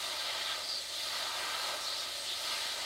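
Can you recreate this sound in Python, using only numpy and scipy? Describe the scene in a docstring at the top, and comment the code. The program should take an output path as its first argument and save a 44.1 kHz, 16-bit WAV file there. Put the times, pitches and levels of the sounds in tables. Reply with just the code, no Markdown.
"""In a garden, a shower nozzle on a hose waters a plastic planter of straw mulch and leaves.
Random drop impacts ring the planter's resonances; it drums hollowly when the spray reaches it
and falls back when a hand or leaf gets in the way. Coloured drop noise makes the hiss on the mulch and
the splash and fizz off wet leaves; gliding narrow bands sizzle where the jets strike something close.
Shaped noise and three low sines lay outdoor air and a faint motor hum underneath."""
import sys
import numpy as np
from scipy import signal
from scipy.fft import rfft, irfft, next_fast_len
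from scipy.io import wavfile
from scipy.ndimage import map_coordinates

SR = 44100
rng = np.random.default_rng(int(sys.argv[2]) if len(sys.argv) > 2 else 0)


def dump(signal):
    """Clip the signal to [-1, 1] and save it as 16-bit WAV at the path in sys.argv[1]."""
    limited = np.clip(np.atleast_2d(signal).T, -1, 1)
    pcm = np.round(limited * 32767).astype(np.int16)
    wavfile.write(sys.argv[1], SR, pcm)


N = 125685  # length in samples
BIG_DROPS_PER_S, DROPS_PER_S, FINE_DROPS_PER_S = 4800, 12000, 15000


def amp(db):
    """Decibels to gain."""
    return 10 ** (np.asarray(db) / 20)


def unit(x):
    """x at rms 1."""
    return x / np.sqrt(np.mean(x ** 2) + 1e-20)


def curve(rows):
    """(time in s, value) points joined by straight lines, one value per sample."""
    return np.interp(np.arange(N) / SR, *np.transpose(rows))


def wobble(rate):
    """A smooth random curve through `rate` normally distributed knots a second."""
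    knots = rng.standard_normal(int(N * rate / SR) + 4)
    return map_coordinates(knots, [np.arange(N) * rate / SR])


def filtered(x, gain):
    """x through the minimum-phase filter with this gain as a function of frequency in Hz."""
    m = 2 * next_fast_len(N)
    log_gain = np.log(np.maximum(gain(np.fft.rfftfreq(m, 1 / SR)), 1e-6))
    # folding the cepstrum onto positive time makes the filter causal
    cepstrum = irfft(log_gain, m)
    cepstrum[1:m // 2] *= 2
    cepstrum[m // 2 + 1:] = 0
    response = np.exp(rfft(cepstrum))
    return irfft(rfft(x, m) * response, m)[:N]


def coloured(x, points):
    """x with a (Hz, dB) colour drawn over log frequency, at rms 1."""
    f, db = np.transpose(points)
    return unit(filtered(x, lambda hz: amp(np.interp(np.log(hz + 1), np.log(f), db))))


def resonance(hz, centre, width):
    """A resonant peak of height 1, down to a third of its gain one width from the centre."""
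    return 1 / (1 + ((hz - centre) / width * np.sqrt(2)) ** 2)


def drops(rate, scatter_db):
    """Random impacts of uneven size and either sign, about `rate` a second, at rms 1."""
    lands = rng.random(N) < rate / SR
    size = amp(scatter_db * np.clip(rng.standard_normal(N), -3, 3))
    return unit(lands * size * np.sign(rng.standard_normal(N)))


def patchy(x, depth_db, band_hz, life_s):
    """x with passing patches of stronger and weaker bands, at rms 1; depth is the rms swing."""
    window, hop = 512, 256
    z = signal.stft(x, nperseg=window)[2]

    def bell(spread):
        return np.exp(-.5 * (np.arange(-30, 31) / spread) ** 2)

    # the blur's standard deviations are half of band_hz and half of life_s
    across_bands = bell(band_hz / 2 * window / SR)
    along_time = bell(life_s / 2 * SR / hop)
    blur = np.outer(across_bands, along_time)
    field = signal.fftconvolve(rng.standard_normal(z.shape), blur, 'same')
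    return unit(signal.istft(z * amp(depth_db * unit(field)), nperseg=window)[1][:N])


def planter():
    """Heavy drops thud on wet soil and ring the plastic box, whose deep hollow swings less than its walls."""
    # how hard the spray drums, before the trim: (time [s], level [dB])
    drumming = [(0, -45), (.52, -43), (.66, -51), (.86, -54.5), (1.04, -48.5), (1.15, -42.5), (1.31, -43.5),
                (1.38, -40.5), (1.75, -41), (1.8, -45.5), (2.08, -47.5), (2.13, -52), (2.34, -51),
                (2.53, -42.5), (2.72, -46.5), (2.8, -43), (2.85, -43)]
    # the upper resonances, before the trim: (time [s], level [dB])
    upper_ring = [(0, -43.5), (.15, -47.5), (.25, -42), (.48, -42), (.63, -50), (.95, -50.5), (1.12, -44.5),
                  (1.3, -45.5), (1.43, -42), (1.7, -44), (1.83, -50.5), (2.2, -50), (2.42, -48),
                  (2.52, -41), (2.62, -41), (2.76, -46.5), (2.85, -43.5)]
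    # resonances from deep hollow to thin walls: (frequency [Hz], width [Hz], level within its group [dB])
    modes = [(375.4, 60, -10), (566, 75, -2.5), (631, 70, 0.5), (691, 60, -4), (888, 107, -2),
             (1001, 81, -5), (1187, 71, -1.5), (1256, 65, 0), (1319, 60, -0.5), (1484, 55, -6),
             (1584, 78, -1.5), (1789, 63, -4.5), (1937, 65, -2), (2022, 47, -5.5), (2110, 79, -3),
             (2327, 43, -3.5), (2430, 64, -6), (2697, 105, -6), (2914, 110, -4.5), (3178, 60, -1.5)]
    # tone of the drops on soil: (frequency [Hz], relative level [dB])
    thud_colour = [(30, -42), (130, -17.5), (300, -5), (445, -10), (600, -1.5), (770, -6.5), (1300, -4.5),
                   (2500, -1.5), (4000, -5), (9000, -19)]
    walls_from_hz, upper_from_hz = 750, 1700
    box_db, thud_db = -52, -50.5  # at the drumming's mean level
    walls_trim_db, upper_trim_db = -2.1, -1.6
    deep_follows = .5  # share of the drumming's swing in dB

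    blows = patchy(drops(BIG_DROPS_PER_S, scatter_db=3), depth_db=0.9, band_hz=180, life_s=0.078)

    def ring(group):
        def gain(hz):
            return np.sqrt(sum((amp(db) * resonance(hz, centre, width)) ** 2 for centre, width, db in group))
        return unit(filtered(blows, gain))

    box = ring([m for m in modes if m[0] < walls_from_hz])
    walls = ring([m for m in modes if walls_from_hz <= m[0] < upper_from_hz])
    upper = ring([m for m in modes if m[0] >= upper_from_hz])
    thud = coloured(drops(BIG_DROPS_PER_S, scatter_db=4.5), thud_colour)

    force_db = curve(drumming)
    deep_swing = amp(deep_follows * (force_db - force_db.mean()))
    deep = deep_swing * (amp(box_db) * box + amp(thud_db) * thud)
    bright_walls = amp(force_db + walls_trim_db) * walls
    return deep + bright_walls + amp(curve(upper_ring) + upper_trim_db) * upper


def hiss():
    """The jets break on the mulch in a dense, shifting patter of drops."""
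    # the jets landing, before trim and flicker: (time [s], level [dB])
    landing = [(0, -41), (.28, -38), (.56, -40), (.63, -43), (.82, -43), (.905, -44), (.93, -39.5),
               (1.16, -38), (1.32, -41), (1.55, -40.5), (1.7, -39.5), (1.8, -42.5), (2.03, -40),
               (2.15, -41), (2.38, -40.5), (2.47, -37.5), (2.72, -38.5), (2.77, -41.5), (2.85, -37.5)]
    # tone of the patter: (frequency [Hz], relative level [dB])
    colour = [(500, -32), (2000, -18.5), (2850, -11.5), (3250, -3.5), (3600, -.5), (4300, 0), (4750, -2.5),
              (5200, -8.5), (5700, -17), (9000, -27.5), (16000, -50)]
    trim_db = -0.38
    patter = patchy(drops(DROPS_PER_S, scatter_db=2.5), depth_db=2, band_hz=88, life_s=0.016)
    flicker_db = 0.27 * wobble(34.9)
    return amp(curve(landing) + trim_db + flicker_db) * coloured(patter, colour)


def splash():
    """Bright spatter off wet leaves, with a fine fizz of droplets thrown back from the same impacts."""
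    # drops splashing on wet leaves, before the trim: (time [s], level [dB])
    splashing = [(0.0, -47), (0.09, -46), (0.16, -50), (0.61, -47.5), (0.62, -48.5), (1.16, -47),
                 (2.05, -48), (2.08, -49.5), (2.26, -45.5), (2.33, -49), (2.48, -44.5), (2.85, -47.5)]
    # the finest splashes, before the trim: (time [s], level [dB])
    fizzing = [(0, -52.5), (.3, -56), (.5, -56), (.65, -58), (.92, -57.5), (1, -52), (1.32, -55.5),
               (1.58, -52), (1.9, -56), (2.36, -55), (2.45, -51), (2.7, -54), (2.85, -57)]
    # tones of splash and fizz: (frequency [Hz], relative level [dB])
    splash_colour = [(2000, -23.5), (4500, -4), (5500, 0), (6600, 0), (7300, -3), (8400, -0.5), (9300, -7),
                     (12000, -18), (16000, -33)]
    fizz_colour = [(2000, -27), (6000, -5.5), (8300, -0.5), (10000, 0.5), (12500, -3), (16000, -9.5)]
    splash_trim_db, fizz_trim_db = -0.5, 1.4

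    spatter = patchy(drops(FINE_DROPS_PER_S, scatter_db=3), depth_db=1.73, band_hz=130, life_s=0.018)
    spatter = spatter * amp(.3 * wobble(24.9))
    # random signs scramble the waveform but keep the size of each impact
    droplets = spatter * np.sign(rng.standard_normal(N))
    leaves = amp(curve(splashing) + splash_trim_db) * coloured(spatter, splash_colour)
    fizz = amp(curve(fizzing) + fizz_trim_db) * coloured(droplets, fizz_colour)
    return leaves + fizz


def sizzles():
    """Jets striking a hand or leaf close by: narrow bands of spatter that swell, glide a little and stop."""
    # (start [s], length [s], level before the swell [dB], first pitch [Hz], last pitch [Hz], width [Hz])
    strikes = [(.44, 0.11, -41.5, 3700, 3406, 600), (.63, .06, -45, 4900, 4750, 600),
               (.685, .11, -37.5, 4720, 4470, 485), (1.61, 0.065, -42, 4150, 4180, 350),
               (1.812, 0.062, -45.5, 5380, 5330, 700), (1.85, .135, -40.5, 4144, 4470, 550),
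               (1.97, 0.076, -45, 5000, 5000, 900), (2.16, .11, -54, 8550, 8100, 320),
               (2.25, .06, -44.5, 3050, 3350, 550), (2.29, 0.055, -37, 3650, 3494, 420)]
    edge_s = 0.015  # time constant of the soft rise and fall
    t, out = np.arange(N) / SR, np.zeros(N)
    for start, length, db, first_hz, last_hz, width in strikes:
        end = start + length
        fine = drops(FINE_DROPS_PER_S, scatter_db=1.2)
        spatter = unit(filtered(fine, lambda hz: resonance(hz, first_hz, width)))
        # shift the whole band by a growing number of Hz
        shift_hz = np.interp(t, [start, end], [0, last_hz - first_hz])
        turns = np.cumsum(shift_hz) / SR
        gliding = np.real(signal.hilbert(spatter) * np.exp(2j * np.pi * turns))
        swell = (np.tanh((t - start) / edge_s) - np.tanh((t - end) / edge_s)) / 2
        out += amp(db) * swell * gliding
    return out


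def background():
    """Outdoor air as shaped noise, and a distant motor as sines whose phase drifts slightly."""
    # the motor's tones: (frequency [Hz], rms level [dB])
    motor = [(60.2, -79), (84, -71.5), (108, -76.5)]
    # tone of the air: (frequency [Hz], relative level [dB])
    air_colour = [(15, -45), (30, -28), (45, -18), (70, 2), (130, -4), (300, 4), (700, -1.5), (2000, -12),
                  (16000, -40)]
    air_db, drift_rad = -66, 0.17
    t = np.arange(N) / SR
    hum = np.zeros(N)
    for hz, db in motor:
        phase = 2 * np.pi * (hz * t + rng.random()) + drift_rad * wobble(4.1)
        hum += amp(db) * np.sqrt(2) * np.sin(phase)
    return hum + amp(air_db) * coloured(rng.standard_normal(N), air_colour)


def scene():
    """Everything is heard from straight ahead, alike in both ears."""
    sound = planter() + hiss() + splash() + sizzles() + background()
    return np.array([sound, sound])


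def record(dry):
    """A sharp cut removes everything from the top frequency up."""
    top_hz = 15800
    m = next_fast_len(N + SR // 2)
    passes = np.fft.rfftfreq(m, 1 / SR) < top_hz
    return irfft(rfft(dry, m) * passes, m)[:, :N]


dry = scene()
out = record(dry)
dump(out)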